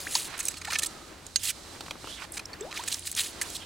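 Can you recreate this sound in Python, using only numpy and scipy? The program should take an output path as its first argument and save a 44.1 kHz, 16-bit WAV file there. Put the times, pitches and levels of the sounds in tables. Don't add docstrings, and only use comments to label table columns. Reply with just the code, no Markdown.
import sys
import numpy as np
from scipy import signal
from scipy.fft import rfft, irfft, next_fast_len
from scipy.io import wavfile

SR = 44100
rng = np.random.default_rng(int(sys.argv[2]) if len(sys.argv) > 2 else 0)


def master(y):
    cut = np.clip(np.atleast_2d(y).T, -1, 1)
    pcm = np.round(cut * 32767)
    wavfile.write(sys.argv[1], SR, pcm.astype(np.int16))


N = 160965


def undb(db):
    return 10 ** (np.asarray(db) / 20)


def unit(x):
    return x / np.sqrt(np.mean(x ** 2) + 1e-20)


def curve(rows, axis=1):
    rows = np.array(rows)
    return np.interp(np.arange(N) / SR, rows[:, 0], rows[:, axis])


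def pan(db):
    return undb(np.array([np.atleast_1d(db), -np.atleast_1d(db)]) / 2)


def colour(x, points):
    n = next_fast_len(x.shape[-1] // 2 + 1) * 2
    points = np.array(points)
    hz = np.arange(n // 2 + 1) * SR / n
    db = np.interp(np.log(hz + 1), np.log(points[:, 0]), points[:, 1])
    cepstrum = irfft(np.log(undb(db)))
    cepstrum[1:n // 2] *= 2
    cepstrum[n // 2 + 1:] = 0
    response = np.exp(rfft(cepstrum))
    return irfft(rfft(x, n) * response)[..., :x.shape[-1]]


def add(out, start, x):
    i = max(int(start * SR), 0)
    out[i:i + len(x)] += x[:max(N - i, 0)]


CHIP_RING_S, CHIP_HZ = 0.00072, (294, 16180)
SIZE_SPREAD_DB = 3.2


def grains(n, per_s, spread_db):
    when, pitch, size, life = rng.random((int(per_s * n / SR), 4)).T[:, :, None]
    k = np.arange(SR // 200)
    hz = np.minimum(CHIP_HZ[0] + pitch * (CHIP_HZ[1] - CHIP_HZ[0]), SR / 2)
    level = undb(spread_db * np.minimum(-np.log(1 - size), 4))
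    decay = np.exp(-k / SR / (CHIP_RING_S * (.5 + life)))
    chips = level * decay * np.sin(2 * np.pi * hz * k / SR)
    places = (when * n).astype(int) + k
    volley = np.bincount(places.ravel(), chips.ravel(), n)
    return unit(volley[len(k):n + len(k)])


def narrow(width_hz):
    f = np.fft.fftfreq(N, 1 / SR)
    noise = rng.standard_normal(N) + 1j * rng.standard_normal(N)
    z = np.fft.ifft(np.fft.fft(noise) / (1 + (2 * f / width_hz) ** 2))
    return z / np.std(z)


def carried(amplitude, hz):
    phase = 2 * np.pi * np.cumsum(np.broadcast_to(hz, N)) / SR
    return (amplitude * np.exp(1j * phase)).real


def wide(points, side_db):
    mid, side = colour(rng.standard_normal((2, N)), points)
    return unit(mid) + undb(side_db) * unit(side) * np.array([[1], [-1]])


def ring(modes, t):
    return sum(undb(db) * np.sin(2 * np.pi * hz * t) * np.exp(-np.log(1000) * t / t60)
               for hz, db, t60 in modes)


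# start in seconds, rise in seconds, fall in seconds,
# peak level in dB, how far the start and then the end lie below the peak in dB, treble in dB.
SCRAPE_STROKES = [(0, 0.016, 0.11, -42, -5.5, -0.5, 3), (.108, 0.054, 0.12, -30.5, 6, 11.5, 3),
                  (.68, 0.034, 0.12, -45, 12, 15, -3), (1.393, 0.11, 0.0074, -26.5, 21.5, 5, 1.5),
                  (1.433, 0.0025, 0.048, -32.5, 0, 3, 7), (2.74, 0.029, 0.085, -40.5, 6, 10, -6),
                  (2.86, 0.071, 0.08, -36.5, 9, 16, 1.5), (3.052, 0.02, 0.037, -37, 3, 8, 4.5),
                  (3.162, 0.034, 0.019, -23.5, 10, 3, -1.5), (3.218, 0.049, 0.05, -35.5, -1, 14, 3),
                  (3.426, 0.01, 0.12, -49.5, -18, -6, 4)]
# frequency in Hz, gain in dB.
CRUST_COLOUR = [(300, -31), (1200, -14.5), (2500, -0.5), (3300, -0.5), (4300, -0.5), (5800, -3.5),
                (7500, -1.5), (10300, -3.5), (12000, -9.5), (15500, -14.5)]
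SCRAPE_GRAINS_PER_S = 9500


def scrapes():
    out = np.zeros(N)
    for start, rise, fall, db, start_db, end_db, treble_db in SCRAPE_STROKES:
        x = colour(grains(SR // 4, SCRAPE_GRAINS_PER_S, spread_db=SIZE_SPREAD_DB), CRUST_COLOUR)
        x = unit(colour(x, [(4000, 0), (8000, treble_db)]))
        corners = np.cumsum([0, .003, abs(rise), abs(fall), .025])
        swell_db = np.interp(np.arange(len(x)) / SR, corners, [-40, -start_db, 0, -end_db, -70])
        add(out, start - .003, undb(db + swell_db) * x)
    return out * undb(1.0 * narrow(width_hz=110).real)


# time in seconds, level of the folds in dB,
# level of the nylon hiss in dB; both levels then waver.
SLEEVE_LEVELS = [(0, -47, -51), (.24, -47, -71), (.3, -48.5, -48), (.37, -52.5, -51.5), (.45, -48, -46.5),
                 (.62, -53.5, -54.5), (.75, -49.5, -45), (.92, -47.5, -50.5), (1.1, -50.5, -57),
                 (1.22, -50.5, -59.5), (1.41, -59, -49), (1.53, -52, -51), (1.72, -49.5, -49),
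                 (1.97, -48.5, -55.5), (2.11, -48.5, -45), (2.19, -53, -51.5), (2.243, -54, -45),
                 (2.26, -52, -57.5), (2.55, -49, -63), (2.85, -48.5, -47.5), (3.08, -59.5, -48),
                 (3.2, -52, -54.5), (3.38, -45, -47.5), (3.65, -50.5, -50)]
# frequency in Hz, gain in dB.
FOLDS_COLOUR = [(30, -55), (100, -9.5), (200, -6), (320, 3), (430, -3), (650, -3.5), (1300, -5.5),
                (2200, -9.5), (4000, -14.5), (9000, -24), (15000, -31)]
# frequency in Hz, gain in dB.
HISS_COLOUR = [(500, -20), (1500, -8.5), (2600, -5.5), (4000, 4.5), (5800, 0), (8300, 0), (11000, -8.5),
               (15500, -21)]
# time in seconds, pitch in Hz, level in dB.
WEAVE_SLIDES = [(1.99, 2393, -85), (2.05, 2800, -49), (2.125, 3420, -40.5), (2.16, 3550, -45),
                (2.2, 2800, -44), (2.27, 1900, -76), (3.56, 3300, -82), (3.6, 3200, -54), (3.63, 3100, -40),
                (3.65, 3050, -52)]
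WEAVE_WIDTH_HZ, NYLON_PAN_DB = 700, -4


def sleeve():
    folds_db = curve(SLEEVE_LEVELS, axis=1) + 2 * narrow(width_hz=21).real
    folds = wide(FOLDS_COLOUR, side_db=-7.5) * undb(folds_db)
    hiss_db = curve(SLEEVE_LEVELS, axis=2) + 1.9 * narrow(width_hz=17).real
    hiss = wide(HISS_COLOUR, side_db=-7.0) * undb(hiss_db)
    weave = carried(narrow(width_hz=WEAVE_WIDTH_HZ), curve(WEAVE_SLIDES, axis=1))
    weave = weave * undb(curve(WEAVE_SLIDES, axis=2))
    return folds + (hiss + weave) * pan(NYLON_PAN_DB)


# frequency in Hz, gain in dB.
AIR_COLOUR = [(20, -13), (45, -1), (70, -0.5), (110, -4.5), (200, -7.5), (400, -15.5), (1000, -30.5),
              (4000, -33), (10000, -35), (15500, -43)]
AIR_DB, HUM_HZ, HUM_DB = -54.5, 86, -60.5


def air():
    hum = carried(narrow(width_hz=5.0), HUM_HZ)
    return wide(AIR_COLOUR, side_db=-16.5) * undb(AIR_DB) + hum * np.sqrt(2) * undb(HUM_DB)


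BUBBLE_ATTACK_S = .0015


def bubble(hz, rise, t60):
    t = np.arange(int(t60 * SR)) / SR
    pitch = np.minimum(hz * 2 ** (rise * t), SR / 3)
    env = (1 - np.exp(-t / BUBBLE_ATTACK_S)) * np.exp(-np.log(1000) * (t / t60) ** 1.244)
    return env * np.sin(2 * np.pi * np.cumsum(pitch) / SR)


# start in seconds, starting pitch in Hz,
# rise in octaves per second, level in dB, time to fall by 60 dB in seconds.
AIR_POCKETS = [(.0675, 1420, 95, -23, .03), (3.4148, 1890, 21, -18.5, 0.019), (0.1537, 860, 34, -18, 0.025),
               (0.679, 726, 25, -34, 0.092), (2.61, 378, 11.5, -30.5, 0.15), (2.647, 550, 15, -36.5, .18),
               (2.793, 862, 17, -30.5, 0.075), (2.455, 5300, 23, -20.5, 0.0084),
               (2.531, 4380, 3.5, -32.5, 0.03), (2.623, 3500, 13, -29.5, 0.012),
               (2.607, 7600, 2.2, -30.5, 0.022)]
# start in seconds, length in seconds,
# level of a typical small bubble in dB.
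SLUSH_CHURNS = [(.7, 0.06, -39), (2.71, .13, -41)]
CHURN_BUBBLES_PER_S, CHURN_HZ, CHURN_RISE_OCT_PER_S, CHURN_T60_S = 260, (687, 2625), 14, 0.013


def bubbles():
    out = np.zeros(N)
    for start, hz, rise, db, t60 in AIR_POCKETS:
        add(out, start, undb(db) * bubble(hz, rise, t60))
    for start, length, db in SLUSH_CHURNS:
        for when, pitch, size in rng.random((int(length * CHURN_BUBBLES_PER_S), 3)):
            hz = CHURN_HZ[0] * (CHURN_HZ[1] / CHURN_HZ[0]) ** np.sqrt(pitch)
            small = bubble(hz, CHURN_RISE_OCT_PER_S, CHURN_T60_S)
            add(out, start + when * length, undb(db) * 2 * size * small)
    return out * undb(2.0 * narrow(width_hz=59).real)


# start in seconds, level of the blow in dB,
# level of the lasting ring in dB, level of the chips in dB, boost of the modes below 2500 Hz in dB.
ICE_KNOCKS = [(0.1527, -7, -14, -20, -17), (1.3591, -7, -9, -21.5, -2), (3.4148, -23, -18, -29, 16)]
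# frequency in Hz, relative level in dB, time to fall by 60 dB in seconds.
STEEL_MODES = [(1645, -17.5, 0.032), (2060, -11, 0.022), (2850, -16, 0.045), (4000, -5.5, 0.021),
               (4470, 1.5, 0.015), (4680, -8, 0.015), (5100, -14, 0.025), (7100, -13, 0.039),
               (7600, -15, 0.015)]
# frequency in Hz, relative level in dB,
# time to fall by 60 dB in seconds.
FREE_RING = [(6445, -11.5, 0.035), (6460, -8, 0.074)]
CONTACT_S, CHIP_DECAY_S = .00015, .005


def knocks():
    out = np.zeros(N)
    for start, db, ring_db, chips_db, low_db in ICE_KNOCKS:
        chips = grains(SR // 6, SCRAPE_GRAINS_PER_S, spread_db=SIZE_SPREAD_DB)
        chips = unit(colour(chips, CRUST_COLOUR))
        t = np.arange(len(chips)) / SR
        modes = [(hz, g + low_db * (hz < 2500), t60) for hz, g, t60 in STEEL_MODES]
        steel = ring(modes, t) * 0.47 + undb(ring_db) * ring(FREE_RING, t)
        blow = undb(db) * steel * (1 - np.exp(-t / CONTACT_S))
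        shatter = undb(chips_db) * chips * np.exp(-t / CHIP_DECAY_S)
        add(out, start, blow + shatter)
    return colour(out, [(300, -26), (700, 4.0), (1400, -1.5), (8500, 1.5), (12000, -4.0)])


# start in seconds,
# rise in seconds, fall in seconds, level in dB before the roughness.
SLEEVE_RUBS = [(.25, 0.1, 0.12, -41), (2.149, 0.094, 0.013, -39.5), (3.3, 0.14, 0.095, -48.5)]
# frequency in Hz, gain in dB.
CLOTH_COLOUR = [(300, -17), (700, -2), (1350, 0), (2400, -1), (4000, -8), (10000, -33)]


def rubs():
    t = np.arange(N) / SR
    env = sum(undb(db) * np.interp(t, start + np.cumsum([0, abs(rise), abs(fall)]), [0, 1, 0])
              for start, rise, fall, db in SLEEVE_RUBS)
    return env * wide(CLOTH_COLOUR, side_db=-13) * undb(3.8 * narrow(width_hz=120).real)


# start in seconds, length in seconds,
# level in dB before the common trim, body in dB, treble in dB.
CHIP_CRUNCHES = [(0.376, 0.0063, -38.5, 5, 4), (0.39, 0.02, -29.5, 6, 9), (0.428, 0.016, -40, 3, 11),
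                 (0.452, 0.0032, -25, -3, 11.5), (0.461, 0.015, -34, 1, 5), (0.482, 0.0047, -21.5, -8, 4),
                 (0.501, 0.019, -41, 5, 5), (0.54, 0.0035, -38.5, -1, -9), (0.5684, 0.018, -40.5, -7, -3.5),
                 (0.613, 0.0097, -37, 7, -8), (0.6475, 0.007, -32.5, 1.5, -6), (0.672, 0.019, -37, 12, -7),
                 (0.703, 0.01, -30.5, 2, -8), (0.718, 0.0088, -30, 8, -3), (0.73, 0.0068, -26.5, 7, -10),
                 (0.74, 0.01, -32, 1, -10), (0.753, 0.0089, -23, 0.5, -15), (0.786, 0.011, -24, -3, 0.5),
                 (0.82, 0.008, -31.5, 6, 4), (0.83, 0.009, -24.5, -2, -1), (0.844, 0.0071, -32, -1, 2),
                 (0.858, 0.012, -29, -14, 5.5), (1.265, 0.0025, -37.5, -37, -3),
                 (1.453, .0012, -28, -14, -5), (2.32, 0.0044, -36, -9, 35), (2.331, 0.033, -41.5, -13, 4),
                 (2.369, 0.012, -32, 1, -2.5), (2.393, 0.0069, -33.5, 10.5, -3),
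                 (2.4563, 0.0015, -38.5, -20, 4), (2.531, 0.01, -43, 7, -7), (2.6085, 0.0012, -37, 8, 2),
                 (2.71, 0.0076, -39, -4, -10.5), (2.7238, 0.0047, -35, 10, -16),
                 (2.758, 0.013, -37, 1, -14), (2.773, 0.0083, -31.5, 3, -8), (2.836, 0.0038, -34.5, 0, 0),
                 (2.8753, 0.011, -27.5, 3, 2.5), (2.916, 0.01, -31.5, -7, -3),
                 (2.9245, 0.0042, -27.5, -16, -4), (2.941, 0.0038, -26.5, -18, -7),
                 (2.992, 0.003, -36, -8, 12), (3.07, 0.0067, -29.5, -6, 1), (3.115, 0.0015, -27, -14, 10),
                 (3.126, 0.002, -34.5, 3, -1), (3.1495, 0.002, -29.5, -12, 6),
                 (3.413, 0.0094, -26.5, 3, 7.5), (3.425, 0.0089, -39, -5, 2), (3.501, 0.0036, -36, -5, 8),
                 (3.547, 0.023, -34.5, -28, -2)]
# frequency in Hz, gain in dB.
CHIPS_COLOUR = [(180, -58), (300, -22), (610, -11.5), (1370, -2.5), (1540, -8), (2480, -2), (3400, -5),
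                (4000, -4), (8840, -3), (15500, -17)]
# frequency in Hz, width in Hz, relative level in dB.
BOWL_RESONANCES = [(1783, 44, -3), (2207, 72, -5), (2480, 90, -7), (3960, 62, -4.5), (4220, 110, -6.5),
                   (5230, 130, -10), (6030, 110, -8), (6570, 120, -6.5), (7270, 59, -4), (7740, 64, -0.5),
                   (8490, 35, -1), (8890, 106, -4), (10660, 80, -3.5)]
BOWL_DB, BOWL_SCATTER_DB, BOWL_DETUNE = 7, 3, .02
CRUNCH_DB, CRUNCH_ATTACK_S, CRUNCH_RELEASE_S = -1, 0.00074, 0.0014
CRUNCH_GRAINS_PER_S = 9000


def bowl_ring(x):
    out = np.zeros(len(x))
    scatter = rng.standard_normal((len(BOWL_RESONANCES), 2))
    for (hz, width, db), (louder, shift) in zip(BOWL_RESONANCES, scatter):
        b, a = signal.iirpeak(hz * (1 + BOWL_DETUNE * shift), hz / width, SR)
        out += undb(db + BOWL_DB + BOWL_SCATTER_DB * louder) * signal.lfilter(b, a, x)
    return out


def crunches():
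    out = np.zeros(N)
    for start, length, db, body_db, treble_db in CHIP_CRUNCHES:
        x = grains(SR // 10, CRUNCH_GRAINS_PER_S, spread_db=SIZE_SPREAD_DB)
        t = np.arange(len(x)) / SR
        x = x * np.minimum(t / CRUNCH_ATTACK_S, 1) * np.exp(-np.maximum(t - length, 0) / CRUNCH_RELEASE_S)
        x = colour(x + bowl_ring(x), CHIPS_COLOUR)
        x = colour(x, [(250, body_db - 11), (800, body_db - 9.5), (1900, body_db),
                       (3200, 0), (5000, 0), (7500, treble_db - 0.5)])
        x = x * np.sqrt((length + CRUNCH_RELEASE_S) * SR / np.sum(x ** 2))
        add(out, start, x * undb(db + CRUNCH_DB))
    return out


# start in seconds, length in seconds, level in dB.
HOLE_TRICKLES = [(.5, 0.69, -51), (2.715, .06, -46)]
HOLE_HZ, HOLE_WIDTH_HZ = 1260, 140


def hole():
    t = np.arange(N) / SR
    env = sum(undb(db) * np.sin(np.pi * np.clip((t - start) / length, 0, 1))
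              for start, length, db in HOLE_TRICKLES)
    return env * carried(narrow(width_hz=HOLE_WIDTH_HZ), HOLE_HZ)


# start in seconds, level in dB,
# click pitch in Hz, click level in dB.
CLOTH_TAPS = [(1.8074, -32.5, 3670, 0), (1.862, -39.5, 2480, 1), (1.882, -37, 1400, -5),
              (1.909, -28.5, 2400, 3), (1.955, -39, 1300, -13), (2.043, -35.5, 1110, -4),
              (2.073, -36, 1120, 7)]
TAP_DECAY_S = 0.0038


def taps():
    out, t = np.zeros(N), np.arange(SR // 10) / SR
    for start, db, hz, click_db in CLOTH_TAPS:
        x = rng.standard_normal(len(t)) * np.exp(-t / TAP_DECAY_S)
        click = signal.lfilter(*signal.iirpeak(hz, 3, SR), x)
        thud = colour(x, [(50, -16), (140, 0), (400, 0), (700, -1.5), (1300, 1),
                          (1900, -13.5), (15000, -43)])
        x = thud + undb(click_db) * click
        add(out, start, undb(db) * x * np.sqrt(TAP_DECAY_S * SR / np.sum(x ** 2)))
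    return out


# start in seconds, length in seconds,
# level in dB before the fade.
BOWL_DRIBBLES = [(2.963, .3, -50)]
DRIBBLES_PER_S, DRIBBLE_FADE_S = 120, 0.38


def dribbles():
    out = np.zeros(N)
    for start, length, db in BOWL_DRIBBLES:
        x = grains(int(length * SR), DRIBBLES_PER_S, spread_db=0.5)
        x = unit(colour(x, CRUST_COLOUR))
        add(out, start, undb(db) * x * np.exp(-np.arange(len(x)) / SR / DRIBBLE_FADE_S))
    return out


ECHO_DB, ECHO_DECAY_S = -15.5, 0.0021


def reflections(tool):
    t = np.arange(SR // 10) / SR
    echo = rng.standard_normal((2, len(t))) * np.exp(-t / ECHO_DECAY_S)
    echo = colour(echo, [(2500, -5), (8000, -0.5)])
    echo *= undb(ECHO_DB) / np.sqrt(np.sum(echo ** 2, axis=1, keepdims=True))
    return signal.fftconvolve(tool[None], echo, axes=1)[:, :N]


# time in seconds, left minus right level in dB.
BOWL_PLACE = [(0, 2.5), (.4, 0), (.85, -1), (1.36, -4.5), (1.5, -2), (2.35, 0), (2.93, -1), (3.08, 1.5),
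              (3.22, 1.5), (3.42, -1), (3.65, 1)]


def scene():
    tool = scrapes() + bubbles() + knocks() + crunches() + hole() + dribbles()
    heard = (tool + reflections(tool)) * pan(curve(BOWL_PLACE))
    return heard + sleeve() + air() + rubs() * pan(-5.0) + taps()


# frequency in Hz, left minus right in dB.
PORT_LEVELS = [(60, 0), (140, 2), (330, 2.5), (550, 6), (1100, -0.5), (2200, -1.5), (8000, -2.5),
               (13000, -1.5)]
# frequency in Hz, phase in radians.
PORT_LEAD = [(40, -0.088), (340, 0.16), (1700, 0.14), (4000, 0.27), (8000, -0.27), (12000, -0.52),
             (15000, -0.14)]
TOP_HZ = 15900


def record(dry):
    left, right = (colour(channel, [(hz, sign * db / 2) for hz, db in PORT_LEVELS])
                   for channel, sign in zip(dry, (1, -1)))
    lead = np.interp(np.fft.rfftfreq(N, 1 / SR), *np.array(PORT_LEAD).T)
    left = irfft(rfft(left) * np.exp(1j * lead), N)
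    top_cut = signal.ellip(10, .2, 80, TOP_HZ, fs=SR, output="sos")
    return signal.sosfilt(top_cut, [left, right])


dry = scene()
out = record(dry)
master(out)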